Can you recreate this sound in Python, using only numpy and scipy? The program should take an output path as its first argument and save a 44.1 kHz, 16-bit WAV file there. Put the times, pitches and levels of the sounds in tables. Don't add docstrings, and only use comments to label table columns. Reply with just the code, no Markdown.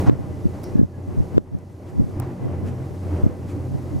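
import sys
import numpy as np
from scipy import signal
from scipy.fft import rfft, irfft
from scipy.io import wavfile
from scipy.ndimage import uniform_filter1d

SR = 44100
rng = np.random.default_rng(int(sys.argv[2]) if len(sys.argv) > 2 else 0)


def inscribe(sig):
    pcm = np.round(np.clip(np.atleast_2d(sig).T, -1, 1) * 32767)
    wavfile.write(sys.argv[1], SR, pcm.astype(np.int16))


N = 176400
TIME = np.arange(N) / SR
FREQS = np.fft.rfftfreq(N, 1 / SR)


def amp(db):
    return 10 ** (np.asarray(db) / 20)


def unit(x):
    return x / np.sqrt(np.mean(x ** 2) + 1e-20)


def over_freqs(table):
    hz, value = np.transpose(table)
    return np.interp(np.log(FREQS + 1), np.log(hz + 1), value)


def envelope(table, column=1):
    columns = np.transpose(table)
    return amp(np.interp(TIME, columns[0], columns[column]))


def resonance(hz, half_width_hz):
    return 1 / (1 + ((FREQS - hz) / half_width_hz) ** 2) ** 1.5


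def noise(gain, likeness):
    mid, side = rfft(rng.standard_normal((2, N))) * gain
    mid, side = mid * np.sqrt(1 + likeness), side * np.sqrt(1 - likeness)
    return unit(irfft(np.array([mid + side, mid - side]), N))


def drift(rate_hz):
    lowpass = np.exp(-(FREQS / rate_hz) ** 2) * (FREQS > 0)
    return unit(irfft(rfft(rng.standard_normal(N)) * lowpass, N))


def wavering_tone(hz, wander, rate_hz):
    cycles = np.cumsum(hz * (1 + wander * drift(rate_hz))) / SR
    return np.sin(2 * np.pi * cycles)


def strike(start_s, rise_s, t60_s):
    age_s = np.maximum(TIME - start_s, 0)
    return np.minimum(age_s / rise_s, 1) * amp(-60 * age_s / t60_s)


# (frequency [Hz], level [dB])
WIND_SPECTRUM = [(15, -14), (35, 0.5), (65, 8), (160, 7), (280, -0.5), (400, -15), (550, -12), (800, -40),
                 (1400, -40.5), (3000, -79), (6000, -72)]
# (time [s], rise [s], fall [s], level [dB])
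GUSTS = [(.075, 0.0032, 0.027, -5.5), (.122, 0.019, 0.014, -2.5), (.2, 0.018, .02, -14),
         (.29, 0.064, 0.098, -25), (0.455, 0.006, 0.016, -4), (0.798, 0.024, 0.01, -5.5),
         (0.832, 0.0048, 0.0087, -3), (1.078, 0.0046, 0.035, -21.5), (1.192, 0.013, 0.02, -8.5),
         (1.375, 0.017, 0.016, -9), (1.551, 0.017, 0.014, -11.5), (2.006, 0.027, 0.03, -10.5),
         (2.45, 0.021, 0.036, -19), (2.631, 0.034, 0.065, -26.5), (3.238, 0.003, 0.014, -8.5),
         (3.272, .006, .03, -22), (3.752, 0.032, 0.022, -20), (3.966, 0.029, 0.021, -18.5)]


def wind():
    breeze_db = -51 + 17 * np.tanh(drift(rate_hz=33))
    power = amp(breeze_db) ** 2
    for at_s, rise_s, fall_s, db in GUSTS:
        gust = np.exp(-np.maximum((at_s - TIME) / rise_s, (TIME - at_s) / fall_s))
        power += (amp(db) * gust) ** 2
    eddies = noise(amp(over_freqs(WIND_SPECTRUM)), likeness=-0.99) * amp(3.5 * drift(rate_hz=53))
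    eddy_power = (eddies ** 2).mean(0)
    smoothed_power = uniform_filter1d(uniform_filter1d(eddy_power, size=900), size=900)
    return eddies * np.sqrt(power / smoothed_power)


# (time [s], peak [dB], half width [s], right-side lag [s])
SLAPS = [(0.0975, 9, 0.0012, 0.000085), (.456, 0.5, 0.0015, 0.00012), (0.7576, 0.5, 0.0017, 0.000031),
         (0.795, -0.5, 0.00212, 0.00047), (0.815, 2, 0.0013, 0.00011), (1.381, 7, 0.00094, 0.000021),
         (1.999, 0.5, 0.0021, 0.00027), (3.2659, -2, 0.0018, 0.00031)]


def slaps():
    out = np.zeros((2, N))
    for at_s, db, half_width_s, lag_s in SLAPS:
        offset = (TIME - at_s - np.array([[0], [lag_s]])) / half_width_s
        out += amp(db) * (1 - 2 * offset ** 2) * np.exp(-offset ** 2)
    return out * np.array([[1], [-1]])


# (start [s], length [s], level [dB])
SQUEAKS = [(.74, .1, -55), (.905, .105, -59.5)]


def squeaks():
    out = np.zeros((2, N))
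    for start_s, length_s, db in SQUEAKS:
        arch = np.sin(np.pi * np.clip((TIME - start_s) / length_s, 0, 1))
        out += amp(db) * arch * noise(resonance(hz=1675, half_width_hz=54), likeness=1)
    return out


# (frequency [Hz], level [dB])
SWISH_SPECTRUM = [(300, -1), (1200, 4), (2500, -3), (4000, -10), (8000, -11.5), (13000, -19), (16000, -31)]
# (time [s], level [dB])
SWISHES = [(1.89, -53), (2.45, -60), (2.68, -49), (3.165, -56), (3.505, -48.5)]


def swishes(half_width_s=0.03):
    swells = sum(amp(db) * np.exp(-((TIME - at_s) / half_width_s) ** 2) for at_s, db in SWISHES)
    return swells * noise(amp(over_freqs(SWISH_SPECTRUM)), likeness=0.91)


# (frequency [Hz], half width [Hz], level [dB], t60 [s])
FITTING_MODES = [(5030, 1300, -48, 0.24), (5630, 350, -51, 0.35), (10600, 490, -60, 0.2)]


def jingle(start_s=0.635, rise_s=0.00037):
    return sum(amp(db) * strike(start_s, rise_s, t60_s) * noise(resonance(hz, width), likeness=0.95)
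               for hz, width, db, t60_s in FITTING_MODES)


# (frequency [Hz], level [dB])
TICK_BODY = [(200, -25), (900, 16.5), (2500, -13.5), (5000, -6), (12000, -7), (16000, -30)]
# (start [s], level [dB], centre [Hz], half width [Hz], t60 [s], body gain [dB])
TICKS = [(0.633, -39, 10700, 900, 0.04, -8), (.6403, -28, 14000, 1800, 0.0087, 1),
         (1.586, -47.5, 7150, 3020, 0.026, -3), (2.1997, -18, 11600, 2700, 0.0036, 4)]


def ticks(rise_s=0.0001):
    out = np.zeros((2, N))
    for start_s, db, hz, width, t60_s, body_db in TICKS:
        spectrum = resonance(hz, width) + amp(body_db + over_freqs(TICK_BODY))
        out += amp(db) * strike(start_s, rise_s, t60_s) * noise(spectrum, likeness=0.18)
    return out


# (frequency [Hz], level [dB])
THUD_SPECTRUM = [(20, -14), (35, 16), (60, -7), (130, -5.5), (290, 11.5), (420, -15), (700, -18),
                 (2000, -69)]
RATTLE_SPECTRUM = [(200, -19), (800, 15), (2400, -5.5), (3300, -15), (6000, -16), (16000, -42)]
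# (start [s], rise [s], t60 [s], thud [dB], rattle [dB])
THUDS = [(0.056, 0.015, 0.36, -26, -27.5), (0.784, 0.0027, 0.1, -23, -44), (1.367, 0.0065, 0.11, -28, -48),
         (1.994, 0.018, 0.11, -21, -69), (2.158, 0.012, .14, -21.5, -76),
         (2.1997, 0.00026, 0.046, -33, -35), (2.216, 0.0058, 0.31, -37, -39)]


def thuds():
    thud = noise(amp(over_freqs(THUD_SPECTRUM)), likeness=0.97)
    rattle = noise(amp(over_freqs(RATTLE_SPECTRUM)), likeness=0.87)
    return sum(strike(start_s, rise_s, t60_s) * (amp(thud_db) * thud + amp(rattle_db) * rattle)
               for start_s, rise_s, t60_s, thud_db, rattle_db in THUDS)


# (time [s], pitch [Hz], half length [s], level [dB])
BOOMS = [(0.115, 136, 0.033, -17), (0.798, 148, 0.051, -29.5), (2.22, 127, .06, -30),
         (2.354, 185, 0.078, -35.5), (2.428, 131, .05, -29.5), (2.624, 186, 0.092, -36),
         (2.67, 235, 0.069, -36), (2.84, 128, 0.12, -31), (3.123, 298, 0.023, -31.5),
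         (3.187, 184, 0.049, -32.5), (3.58, 288, 0.017, -30.5), (3.762, 132, 0.13, -32.5),
         (3.937, 298, 0.022, -29)]


def booms():
    out = np.zeros(N)
    for at_s, hz, half_length_s, db in BOOMS:
        swell = np.exp(-((TIME - at_s) / half_length_s) ** 2)
        out += amp(db) * swell * unit(wavering_tone(hz, wander=0.0239, rate_hz=17))
    return out


DRONE_HZ = 90.4
# (time [s], level [dB])
DRONE_LEVELS = [(0, -27.5), (.16, -30.5), (.3, -24), (.72, -35), (1.15, -33), (1.5, -36), (1.76, -38),
                (2.08, -37), (2.19, -26), (2.39, -51), (2.53, -27), (2.7, -29.5), (2.86, -41), (3.04, -27),
                (3.17, -22.5), (3.36, -37.5), (3.63, -27), (3.77, -40.5), (3.88, -32.5), (4, -33)]


def drone(flutter_db=2.5):
    tone = wavering_tone(DRONE_HZ, wander=0.028, rate_hz=9.3)
    flutter = amp(flutter_db * drift(rate_hz=26))
    return unit(tone * flutter) * envelope(DRONE_LEVELS)


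# (frequency [Hz], level [dB])
RUMBLE_SPECTRUM = [(15, -25), (35, 3), (52, -30), (75, -5.5), (110, 0), (210, -9.5), (330, -3.5),
                   (450, -7.5), (700, -14), (1000, -18), (1400, -26.5), (2100, -30.5), (3100, -39),
                   (6000, -85)]
HISS_SPECTRUM = [(1200, -20), (2500, -4), (3300, -2), (4300, 0), (6000, 0), (7500, -2.5), (10000, -4),
                 (12000, -3), (14000, -9.5), (15800, -14)]
# (frequency [Hz], likeness [-1 to 1])
RIDE_LIKENESS = [(40, 0.34), (130, 1), (300, 1), (800, 0.66), (2000, 0.4), (3500, 0.9), (5500, 0.99),
                 (9000, 0.72), (12000, 0.17)]
# (frequency [Hz], half width [Hz], level re rumble envelope [dB])
CABIN_MODES = [(100.7, 49, -7), (128, 8.5, -8), (183.3, 32.6, -9.5), (238, 11.3, -14), (291.2, 35.4, -10),
               (360.6, 26, -12), (498.5, 4.8, -21), (589, 42, -18), (793, 38, -22.5), (2002, 22, -34.5)]
# (time [s], rumble [dB], hiss [dB])
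RIDE_LEVELS = [(0, -20, -45), (.09, -32, -58.5), (.13, -22.5, -51.5), (.45, -27.5, -53), (.7, -28, -55),
               (.88, -37, -63.5), (1.2, -33, -60), (1.5, -36, -62), (2.1, -36, -60.5), (2.2, -33, -62.5),
               (2.6, -31.5, -62), (2.98, -35.5, -59.5), (3.17, -28.5, -57.5), (3.38, -34.5, -61),
               (3.6, -33, -60), (4, -33.5, -58)]


def cabin(body_db=-4, flutter_db=1.3):
    likeness = over_freqs(RIDE_LIKENESS)
    drone_notch = 1 - resonance(DRONE_HZ, half_width_hz=6.1)
    body = noise(amp(over_freqs(RUMBLE_SPECTRUM)) * drone_notch, likeness)
    body *= amp(body_db + flutter_db * drift(rate_hz=12))
    modes = sum(amp(db) * noise(resonance(hz, width), likeness) for hz, width, db in CABIN_MODES)
    hiss = noise(amp(over_freqs(HISS_SPECTRUM)), likeness)
    return (body + modes) * envelope(RIDE_LEVELS, column=1) + hiss * envelope(RIDE_LEVELS, column=2)


def scene():
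    body = cabin() + drone() + booms()
    return body + thuds() + ticks() + jingle() + squeaks() + swishes() + wind() + slaps()


def record(dry, threshold_db=-2.5, attack_s=0.0012, recovery_db_per_s=12.5, cutoff_hz=15850):
    over_db = np.maximum(20 * np.log10(abs(dry).max(0) + 1e-9) - threshold_db, 0)
    recovery_db = TIME * recovery_db_per_s
    held_db = np.maximum.accumulate(over_db + recovery_db) - recovery_db
    pole = np.exp(-1 / (attack_s * SR))
    duck_db = signal.lfilter([1 - pole], [1, -pole], held_db)
    clipped = np.clip(dry / amp(duck_db), -1, 1)
    lowpass = signal.firwin(511, cutoff_hz, window=("kaiser", 9), fs=SR)
    return signal.oaconvolve(clipped, lowpass[None], "same")


dry = scene()
out = record(dry)
inscribe(out)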